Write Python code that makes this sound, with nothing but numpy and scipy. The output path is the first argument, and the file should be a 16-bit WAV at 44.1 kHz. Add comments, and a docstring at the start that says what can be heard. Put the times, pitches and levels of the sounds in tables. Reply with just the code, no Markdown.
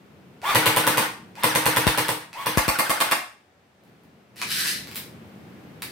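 """On a hard-walled porch, an electric airsoft gun fires three bursts, running empty early in the third. For
each shot, whining gears wind a spring back, the spring slams a piston home with a sharp crack, and air pops
from the muzzle behind each pellet; some puffs of air thump the microphone. Then the magazine clicks out and
loose pellets spill and tick. The walls echo the gun, and a distant rumble swells."""
import sys
import numpy as np
from scipy import signal
from scipy.fft import rfft, irfft
from scipy.io import wavfile
from scipy.ndimage import uniform_filter1d

SR = 44100
rng = np.random.default_rng(int(sys.argv[2]) if len(sys.argv) > 2 else 0)


def waveform_to_disk(signal):
    """Save audio, clipped to [-1, 1], as 16-bit WAV at the path in sys.argv[1]."""
    frames = np.transpose(np.atleast_2d(signal))
    scaled = np.clip(frames, -1, 1) * 32767
    samples = np.round(scaled).astype(np.int16)
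    wavfile.write(sys.argv[1], SR, samples)


N = 260631

# the piston slamming home, about nine times a second in a burst: (time [s], level [dB])
SLAMS = [(0.549, -17), (0.6588, -18), (0.764, -18.5), (0.8688, -18.5), (0.974, -19.5), (1.4355, -18.5),
         (1.5515, -19.5), (1.6576, -19), (1.7634, -20), (1.8691, -21), (1.976, -21.5), (2.0841, -23),
         (2.4612, -24), (2.5738, -21.5), (2.681, -22), (2.7883, -21.5), (2.896, -22), (3.004, -22),
         (3.113, -22)]
# trigger pulls: (time [s], click level [dB], motor level [dB], pitch of the free-running gears [Hz])
TRIGGER_PULLS = [(.417, -53, -22, 1251), (1.354, -53.5, -32.5, 1212), (2.33, -48, -34, 1181)]


def shots(empty_from_s=2.52, barrel_s=.0058, flight_s=.0215, bounce_s=.014):
    """The piston slams, the spring twangs, a pellet pops out and hits a target. Returns noise and tones."""
    # tone colours, each (frequency [Hz], level [dB])
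    crack_colour = [(300, -20.5), (1500, 1.5), (3000, 2.5), (4500, -1), (6000, -3.5), (7300, -7), (8400, 1),
                    (12000, 1), (16000, -7.5)]  # the sharp crack of the piston striking home
    loaded_colour = [(50, -24.5), (110, -0.5), (160, -1), (230, -1.5), (380, -2), (490, 4.5), (650, -4),
                     (950, 5.5), (1500, -2.5), (2500, 0), (4000, -7.5), (8000, -35)]  # the piston landing on a cushion of air
    empty_colour = [(50, -47.5), (140, -17), (290, -8.5), (520, -5), (700, -2), (880, -5.5), (1150, -2),
                    (1450, -7.5), (2000, -3.5), (3000, -12), (4500, -13.5), (8000, -27)]  # the piston landing bare
    pop_colour = [(30, -50.5), (70, -18), (130, 11.5), (200, 2.5), (280, 5), (400, 2), (540, 8.5), (700, 1),
                  (1000, 5.5), (1600, 0.5), (3000, -9.5), (8000, -38)]  # air popping out behind the pellet
    # ringing parts, each (pitch [Hz], level [dB], time to fade by 60 dB [s])
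    spring_notes = [(117, -9.5, 0.41), (151, -6.5, 0.33), (309.8, 3, 0.26), (469.6, -3, 0.22),
                    (876, -10, 0.43), (1016, -11, 0.25), (1370, -18.5, .3), (1870, -7.5, 0.59),
                    (2333, -23, 0.26), (2710, -19, 0.36), (3390, -8, .3)]
    body_notes = [(522, 2, 0.1), (869, -0.5, 0.21), (1098, 2.5, 0.12), (1157, 0.5, 0.16), (1830, -11, .12)]
    target_notes = [(490, 0, .05), (550, -7, .04), (920, -9, .06)]
    rebound_notes = [(929, 2.5, 0.023), (1053, -4.5, .04)]  # a second surface that the pellet bounces onto
    noise, tones = np.zeros((2, N))
    # the same parts collide each time, so these sounds are made once
    cushioned, bare = impact(loaded_colour, decay_s=.023), impact(empty_colour, decay_s=.003)
    spring, body = ring(spring_notes, rise_s=.019), ring(body_notes, rise_s=.0089)
    target, rebound = ring(target_notes, rise_s=.022), ring(rebound_notes, rise_s=.0033)
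    pop = impact(pop_colour, decay_s=.0015)
    t = seconds(440)
    for s, db in SLAMS:
        loaded = s < empty_from_s
        cushion = .87 if loaded else .1  # how much the air behind a pellet brakes the piston, 0 to 1
        hardness = 1 - cushion
        crack_db, twang_db = db - 4.5, db - (10.5 if loaded else 23)
        # the piston rushes forward; with no cushion it scrapes in fast
        swell = rng.standard_normal(len(t)) * (t / t[-1]) ** .25
        rush = set_energy(colour(np.pad(swell, (0, 4 * len(t))), loaded_colour))
        add(noise, s - t[-1], cushion * amp(db - 13) * rush)
        add(noise, s - .0035, hardness * amp(crack_db - 15) * impact(crack_colour, decay_s=.0051))
        # it lands: a crack, chattering parts and the slam itself
        add(noise, s, amp(crack_db - 7) * impact(crack_colour, decay_s=.00032 + .0011 * hardness))
        add(noise, s, amp(crack_db - 15) * impact(crack_colour, decay_s=.013))
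        add(noise, s, cushion * amp(db - 10) * cushioned + hardness * amp(db - 6) * bare)
        add(tones, s, amp(twang_db) * spring)
        add(tones, s, hardness * amp(db - 4) * body)
        # the pellet leaves, hits and bounces
        add(tones, s + barrel_s, cushion * amp(db - 3) * pop)
        add(tones, s + flight_s, cushion * amp(db - 8) * target)
        add(noise, s + flight_s, cushion * amp(crack_db - 14) * impact(crack_colour, decay_s=.014))
        add(tones, s + flight_s + bounce_s, cushion * amp(db - 11) * rebound)
    return noise, tones


def motor():
    """The motor spins up, winds the spring between shots and coasts to rest. Returns grind and whine."""
    # gears running on after a burst: (time [s], hold [s], starting pitch [Hz], level [dB])
    coasts = [(.99, 0.032, 1903, -27.5), (2.196, .005, 1797, -43.5)]
    out = np.zeros((2, N))
    for s, _, db, free_hz in TRIGGER_PULLS:
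        first_shot = min(shot for shot, _ in SLAMS if shot > s)
        add(out, s, amp(db) * spin_up(first_shot - s, free_hz))
    for (s, db), (next_s, _) in zip(SLAMS, SLAMS[1:]):
        if next_s - s < .2:  # still the same burst
            add(out, s, amp(db - 15) * winding(next_s - s))
    for s, hold_s, hz, db in coasts:
        add(out, s, amp(db) * coast(hold_s, hz))
    return out


def spin_up(length_s, free_hz, run_up_s=.026, load_s=.049, sag_hz_per_s=7000, strain_db=2):
    """The motor gets louder and its brushes hiss as it speeds up; then the tightening spring slows it."""
    t = np.arange(0, length_s, 1 / SR)
    # hiss of the motor's brushes: (frequency [Hz], level [dB])
    brush_colour = [(1500, -16.5), (4000, 1.5), (7000, -3.5), (9000, 1), (16000, -1.5)]
    sag_hz = sag_hz_per_s * np.maximum(t - length_s + load_s, 0)
    speed = np.maximum(1 - .8 * np.exp(-t / run_up_s) - sag_hz / free_hz, .1)
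    grind, whine = gears(free_hz * speed, whine_db=5.5, overtone_db=-12.5, grind_db=-10.5, idler_db=-19)
    hiss = amp(-18.5) * speed * normalise(colour(rng.standard_normal(len(t)), brush_colour))
    sound = np.array([(grind + hiss) * speed ** 2, whine * speed ** 4])
    return sound * amp(strain_db * (t / length_s - 1.5)) * let_go(t, length_s)


def winding(length_s, race_hz=2020, load_s=.055, sag_hz_per_s=17500, whine_rise_db=7):
    """Between two shots the gears race, then slow and whine louder as they squeeze the spring."""
    t = np.arange(0, length_s, 1 / SR)
    pace, drag, bite = rng.uniform(-1.016, 1, 3)  # no two cycles are quite alike
    sag_hz = sag_hz_per_s * (1 + .14 * drag) * np.maximum(t - length_s + load_s, 0)
    hz = np.maximum(race_hz - sag_hz, 100) * (1 + .04 * pace)
    grind, whine = gears(hz, whine_db=4.5, overtone_db=-12, grind_db=-6.5, idler_db=-15)
    whine *= amp(whine_rise_db * (t / length_s - 1) + 2 * bite)
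    loudness = envelope(t, rise_s=.033, hold_s=.057, fade_db_per_s=498)
    return np.array([grind, whine]) * loudness * let_go(t, length_s)


def coast(hold_s, start_hz, slowing_s=.16):
    """With the power off, the gears run down and their pitch falls."""
    t = seconds(8192)
    hz = start_hz * np.exp(-t / slowing_s)
    sound = gears(hz, whine_db=-5, overtone_db=-23.5, grind_db=-7, idler_db=-16)
    return sound * envelope(t, rise_s=.012, hold_s=hold_s, fade_db_per_s=421)


def let_go(t, length_s, release_s=.026, drop_db=-15):
    """The gears turn quieter as they let go of the piston, just before it lands."""
    return amp(drop_db * np.clip(2 * (t - length_s + release_s) / release_s, 0, 1))


def gears(hz, whine_db, overtone_db, grind_db, idler_db, idler_ratio=.61):
    """Teeth meeting hz times a second grind and whine; a slower gear, the idler, hums below."""
    # the grinding teeth: (frequency [Hz], level [dB])
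    grind_colour = [(30, -62), (100, -19.5), (500, -9.5), (900, -1.5), (2200, -4), (3500, -10), (7000, -24),
                    (9000, -22), (16000, -27.5)]
    # how well the gun's shell gives off the whine: (pitch [Hz], level [dB])
    shell_boost = [(500, 0), (900, 3.5), (1160, -5.5), (1300, -2.5), (1440, 8), (1580, -3.5), (2100, -9.5)]
    waver, bite, wobble = (wander(len(hz), smooth_samples=200) for _ in range(3))
    slack = wander(len(hz), smooth_samples=90)  # loose teeth make the whine rasp
    hz = hz * (1 + .014 * waver)
    angle = 2 * np.pi * np.cumsum(hz) / SR + .25 * slack
    overtones = amp(overtone_db) * (np.sin(2 * angle) + .86 * np.sin(3 * angle))
    whine = amp(look_up(shell_boost, hz)) * np.sin(angle) + overtones
    idler = amp(idler_db + 3 * wobble) * np.sin(idler_ratio * angle)
    whine = whine * amp(2.3 * bite) + idler  # the teeth bite unevenly
    grind = colour(rng.standard_normal(len(hz)) * (1 + np.cos(angle)), grind_colour)  # a pulse per tooth
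    return np.array([amp(grind_db) * normalise(grind), amp(whine_db) * normalise(whine)])


def puffs(first_swing_s=.0011, fade_s=.013, right_db=-11, low_cut_hz=40):
    """A puff of air shoves the left microphone hard; the pressure swings back ever more slowly."""
    # muzzle air reaching the microphone: (time [s], level [dB])
    arrivals = [(1.8685, -1), (2.5739, -2), (2.681, -8.5), (2.7876, -24.5), (2.896, -20.5)]
    out, t = np.zeros(N), seconds(8192)
    fade = .51 * np.exp(-t / fade_s) + .66 * np.exp(-t / .0012)
    swing = np.sin(np.pi * np.sqrt(t / first_swing_s)) * fade
    for s, db in arrivals:
        add(out, s, amp(db) * swing)
    low_cut = signal.butter(1, low_cut_hz, "high", fs=SR, output="sos")
    return signal.sosfilt(low_cut, out) * amp([[0], [right_db]])


def clicks():
    """Trigger, magazine catch and stray pellets each mix a dull plastic knock with a short, bright tick."""
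    # catch and pellets: (time [s], level [dB], hardness [0 knock to 1 tick], chatter time [s])
    contacts = [(3.8368, -74, 0.82, .001), (3.8772, -76, 0.47, .001), (4.0357, -71.5, 0.63, .002),
                (4.3595, -58, .4, .002), (4.392, -51, 0.1, 0.0069), (4.4162, -33, 0.091, 0.0014),
                (4.4477, -53, 0.074, .002), (4.6504, -41, 0.38, .003), (4.671, -41, 0.64, 0.0027),
                (4.873, -48.5, 0.38, 0.00087), (4.9138, -48, 0.38, 0.0025), (4.9474, -47.5, .95, 0.00069),
                (4.9575, -37.5, 0.74, 0.006), (4.9692, -43.5, 0.63, 0.0022), (5.821, -37, 0.42, 0.005)]
    # a dull and a hard contact, each (frequency [Hz], level [dB])
    knock_colour = [(40, -41), (200, -15.5), (500, -7.5), (900, -4), (1400, -2), (2000, 1), (2450, 1),
                    (3000, -5.5), (4200, -6), (4900, -4.5), (6000, -8.5), (7200, -13.5), (9000, -10.5),
                    (16000, -23.5)]
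    tick_colour = [(300, -32), (1500, -7), (4000, 3.5), (6500, -8), (9000, 0), (13000, 1.5), (16000, -2.5)]
    # the plastic shell ringing: (pitch [Hz], level [dB], time to fade by 60 dB [s])
    shell_notes = [(930, -8, .035), (2560, 0, .035), (4662, -5, .02)]
    out, shell = np.zeros(N), ring(shell_notes, rise_s=.00059)
    trigger_clicks = [(s, db, .05, .0025) for s, db, _, _ in TRIGGER_PULLS]
    for s, db, hardness, chatter_s in trigger_clicks + contacts:
        knock, tick = impact(knock_colour, chatter_s), impact(tick_colour, .55 * chatter_s)
        add(out, s, amp(db) * set_energy((1 - hardness) * knock + hardness * tick))
        add(out, s, amp(db - 5) * (1 - hardness) ** 2 * shell)
    return out


def spill(hits_per_s=600):
    """Pellets pushed out by the magazine spring collide in clumps and ring the hollow they leave."""
    # pellets hitting each other: (frequency [Hz], level [dB])
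    pellet_colour = [(410, -58), (700, -34), (1310, -14.5), (1650, -9.5), (2100, -10.5), (2490, -5),
                     (3320, -5.5), (4050, -2.5), (5260, -6), (6740, -14.5), (10100, -9.5), (15000, -17),
                     (16000, -33)]
    # the note of the emptying magazine: (time [s], pitch [Hz])
    hollow_pitch = [(4.47, 1930), (4.51, 1840), (4.55, 1630), (4.6, 1660), (4.63, 1670), (4.66, 1620),
                    (4.73, 2000), (4.84, 2070)]
    # the magazine slides out, spills, then trickles: (time [s], rise [s], hold [s], level [dB])
    rattles = [(4.35, 0.021, 0.08, -44.5), (4.445, 0.079, 0.16, -27.5), (4.86, 0.034, 0.026, -56)]
    t = seconds(N)
    hits = (rng.random(N) < hits_per_s / SR) * rng.choice([-1, 1], N)
    strength = amp(3 * np.minimum(rng.exponential(1, N), 3))
    clumps = amp(1.5 * wander(N, smooth_samples=600))
    rattle = normalise(colour(hits * strength * clumps, pellet_colour))
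    hollow = normalise(resonate(rattle, np.interp(t, *np.transpose(hollow_pitch)), width_hz=260))
    flow = sum(amp(db) * envelope(t - s, rise_s, hold_s, fade_db_per_s=165)
               for s, rise_s, hold_s, db in rattles)
    return amp(-4) * flow * normalise(rattle + amp(-7) * hollow)


def porch(x, echo_db, tail_db, poses=4, split_hz=2940, bass_sway_hz=.7045, treble_sway_hz=2.3):
    """Direct sound, wall echoes and a fading tail; scatter and tail shift as the gun sways between poses."""
    # nearby walls and ceiling: (delay [s], level [dB], extra delay on the right [s])
    echoes = [(.0059, 0, .0001), (.0069, 2, .0001), (.0089, -1, .0003), (0.0107, -4, -0.0073),
              (0.0135, -4, -.0002), (0.0169, 0.5, 0)]
    early, scatter = np.zeros((2, 2048)), np.zeros((poses, 2, 2048))
    early[:, 0] = 1  # the direct sound
    # walls mirror the low notes and scatter the high ones
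    pulse = signal.unit_impulse(256)
    mirrored = colour(pulse, [(200, 2.5), (1300, -.5), (3000, -9.5), (14000, -15.5)])
    rough_wall = colour(pulse, [(300, -29.5), (1300, -4), (3000, .5), (14000, -4)])
    for delay_s, db, right_lag_s in echoes:
        for ear in (0, 1):
            arrival_s, gain = delay_s + ear * right_lag_s, amp(db + echo_db)
            add(early[ear], arrival_s, gain * mirrored)
            for pose in scatter:
                add(pose[ear], arrival_s, gain * np.convolve(clatter(decay_s=.00064, size=256), rough_wall))
    out = apply_echoes(x, early)
    bass = signal.sosfiltfilt(signal.butter(2, split_hz, fs=SR, output="sos"), x + 1e-18)
    treble = x - bass
    for k, pose in enumerate(scatter):
        part = bass * pose_share(k, bass_sway_hz, poses) + treble * pose_share(k, treble_sway_hz, poses)
        out += apply_echoes(part, pose) + amp(tail_db) * echo_tail(part)
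    return out


def pose_share(k, sway_hz, poses):
    """Fades pose k in and out as the gun sways through all of them."""
    return np.sin(np.pi / 2 * np.minimum((poses * sway_hz * seconds(N) - k) % poses, 2))


def echo_tail(x, start_s=.0064, build_s=.0021):
    """Countless echoes blur into one tail, each frequency dying at its own speed."""
    # how long the porch rings: (frequency [Hz], time to fade by 60 dB [s])
    fade_times = [(150, 0.33), (400, 0.32), (1000, 0.41), (2800, 0.41), (7000, 0.38), (15000, 0.28)]
    t = seconds(32768)
    hz, when, bands = signal.stft(surrounding_noise(len(t)), SR, nperseg=256)
    bands *= amp(-60 * when / look_up(fade_times, hz)[:, None])
    tail = signal.istft(bands, SR, nperseg=256)[1][:, :len(t)]
    tail *= 1 - np.exp(-np.maximum(t - start_s, 0) / build_s)
    return apply_echoes(x, tail / np.linalg.norm(tail[0]))


def outdoors():
    """A far rumble swells and sinks over faint, steady air."""
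    # the rumble and the air, each (frequency [Hz], level [dB])
    rumble_colour = [(18, -66.5), (30, -39), (48, -42), (63, -21), (79, -5.5), (194, 2), (252, -3.5),
                     (473, -8.5), (569, -13.5), (2610, -24), (3310, -28.5), (7270, -41), (14800, -40.5),
                     (16000, -49)]
    air_colour = [(24, -62.5), (40, -40), (81, -2), (176, -26.5), (209, -14.5), (392, -9), (733, -7),
                  (896, -12), (1150, -14), (1850, -15), (16000, -42.5)]
    # the rumble's rise and fall: (time [s], level [dB])
    rumble_levels = [(0, -51), (1.25, -48), (2.3, -55.5), (3.35, -65), (3.77, -63), (3.87, -53.5),
                     (4.3, -56), (4.47, -44), (5.9, -44.5)]
    rumble = normalise(np.array([colour(side, rumble_colour) for side in surrounding_noise(N)]))
    air = normalise(np.array([colour(side, air_colour) for side in surrounding_noise(N)]))
    return amp(1 + np.interp(seconds(N), *np.transpose(rumble_levels))) * rumble + amp(-60) * air


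def surrounding_noise(size):
    """Noise from all sides at two close microphones: alike in the bass, unrelated in the treble."""
    # how alike left and right are: (frequency [Hz], likeness [0 to 1])
    likeness = [(100, 0.95), (300, 0.87), (600, 0.52), (1200, 0.074), (2500, 0.15), (16000, 0.018)]
    left, other = rfft(rng.standard_normal((2, size)))
    same = look_up(likeness, np.fft.rfftfreq(size, 1 / SR))
    right = same * left + np.sqrt(1 - same ** 2) * other
    return irfft(np.array([left, right]), size)


def impact(points, decay_s):
    """A clatter coloured by the part that is struck."""
    return set_energy(colour(clatter(decay_s), points))


def clatter(decay_s, size=4096):
    """A burst of tiny contacts that holds all frequencies equally."""
    burst = rfft(rng.standard_normal(size) * np.exp(-seconds(size) / decay_s), 2 * size)
    return irfft(burst / (abs(burst) + 1e-12))[:size]


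def ring(notes, rise_s, longest_s=.4):
    """A struck part's notes start softly and die away, none ringing longer than longest_s."""
    t = seconds(16384)
    tones = sum(amp(db - 60 * t / min(fade_s, longest_s)) * np.sin(2 * np.pi * hz * t)
                for hz, db, fade_s in notes)
    return set_energy(tones * (1 - np.exp(-t / rise_s)))


def resonate(x, hz, width_hz):
    """Picks out a narrow band around the moving pitch hz, as a hollow does."""
    turn = np.exp(2j * np.pi * np.cumsum(hz) / SR)
    feedback = np.exp(-np.pi * width_hz / SR)
    return 2 * (turn * signal.lfilter([1 - feedback], [1, -feedback], x / turn + 1e-18)).real


def colour(x, points, size=4096):
    """Shapes a sound by (frequency [Hz], level [dB]) points, with no ringing ahead of it."""
    log_gain = np.log(amp(look_up(points, abs(np.fft.fftfreq(size, 1 / SR)))))
    taps = np.fft.ifft(np.exp(np.conj(signal.hilbert(log_gain)))).real[:size // 2]
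    return signal.oaconvolve(x, taps)[:len(x)]


def apply_echoes(x, pattern):
    """Plays a sound through a left and a right echo pattern."""
    return signal.oaconvolve(x[None], pattern, axes=1)[:, :N]


def envelope(t, rise_s, hold_s, fade_db_per_s):
    """A loudness curve that rises, holds and fades."""
    return np.clip(t / rise_s, 0, 1) ** 1.5 * amp(-fade_db_per_s * np.maximum(t - rise_s - hold_s, 0))


def wander(size, smooth_samples):
    """A smoothed random drift around zero."""
    return normalise(uniform_filter1d(rng.standard_normal(size), smooth_samples))


def look_up(points, hz):
    """Reads between a table's rows, with every octave equally wide."""
    row_hz, value = np.transpose(points)
    return np.interp(np.log(hz + 1), np.log(row_hz + 1), value)


def add(mix, s, sound):
    """Mixes a sound in at s seconds."""
    part = mix[..., max(round(s * SR), 0):][..., :sound.shape[-1]]
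    part += sound[..., :part.shape[-1]]


def amp(db):
    """Turns decibels into a multiplier."""
    return 10 ** (np.asarray(db) / 20)


def normalise(x):
    """Scales to an average strength (rms) of 1."""
    return x / np.sqrt(np.mean(x ** 2) + 1e-20)


def set_energy(x):
    """Gives a short sound the energy of 25 ms at strength 1."""
    return x * np.sqrt(.025 * SR / (np.sum(x ** 2) + 1e-20))


def seconds(size):
    """The time of each sample."""
    return np.arange(size) / SR


def scene():
    """The gun on the porch, puffs on the microphone and the background."""
    shot_noise, shot_tones = shots()
    grind, whine = motor()
    noisy = porch(shot_noise + grind, echo_db=.5, tail_db=7.5)
    ringing = porch(shot_tones + whine, echo_db=-16.5, tail_db=-6)
    handling = porch(clicks() + spill(), echo_db=-6, tail_db=5)
    return noisy + ringing + handling + puffs() + outdoors()


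def record(dry):
    """Each microphone colours the treble its own way; loud peaks clip and the very top is cut off."""
    left = colour(dry[0], [(1000, -1.05), (4500, 1), (6500, 2.5), (8300, -3), (10500, -3), (14000, 4)])
    right = colour(dry[1], [(1000, -2), (4500, -.5), (6500, -1), (8300, 4.5), (10500, 1.5), (14000, 1)])
    clipped = np.clip([left, right], -.9, .9)
    high_cut = signal.firwin(255, cutoff=15900, window=("kaiser", 8), fs=SR)
    return signal.oaconvolve(clipped, high_cut[None], "same")


dry = scene()
out = record(dry)
waveform_to_disk(out)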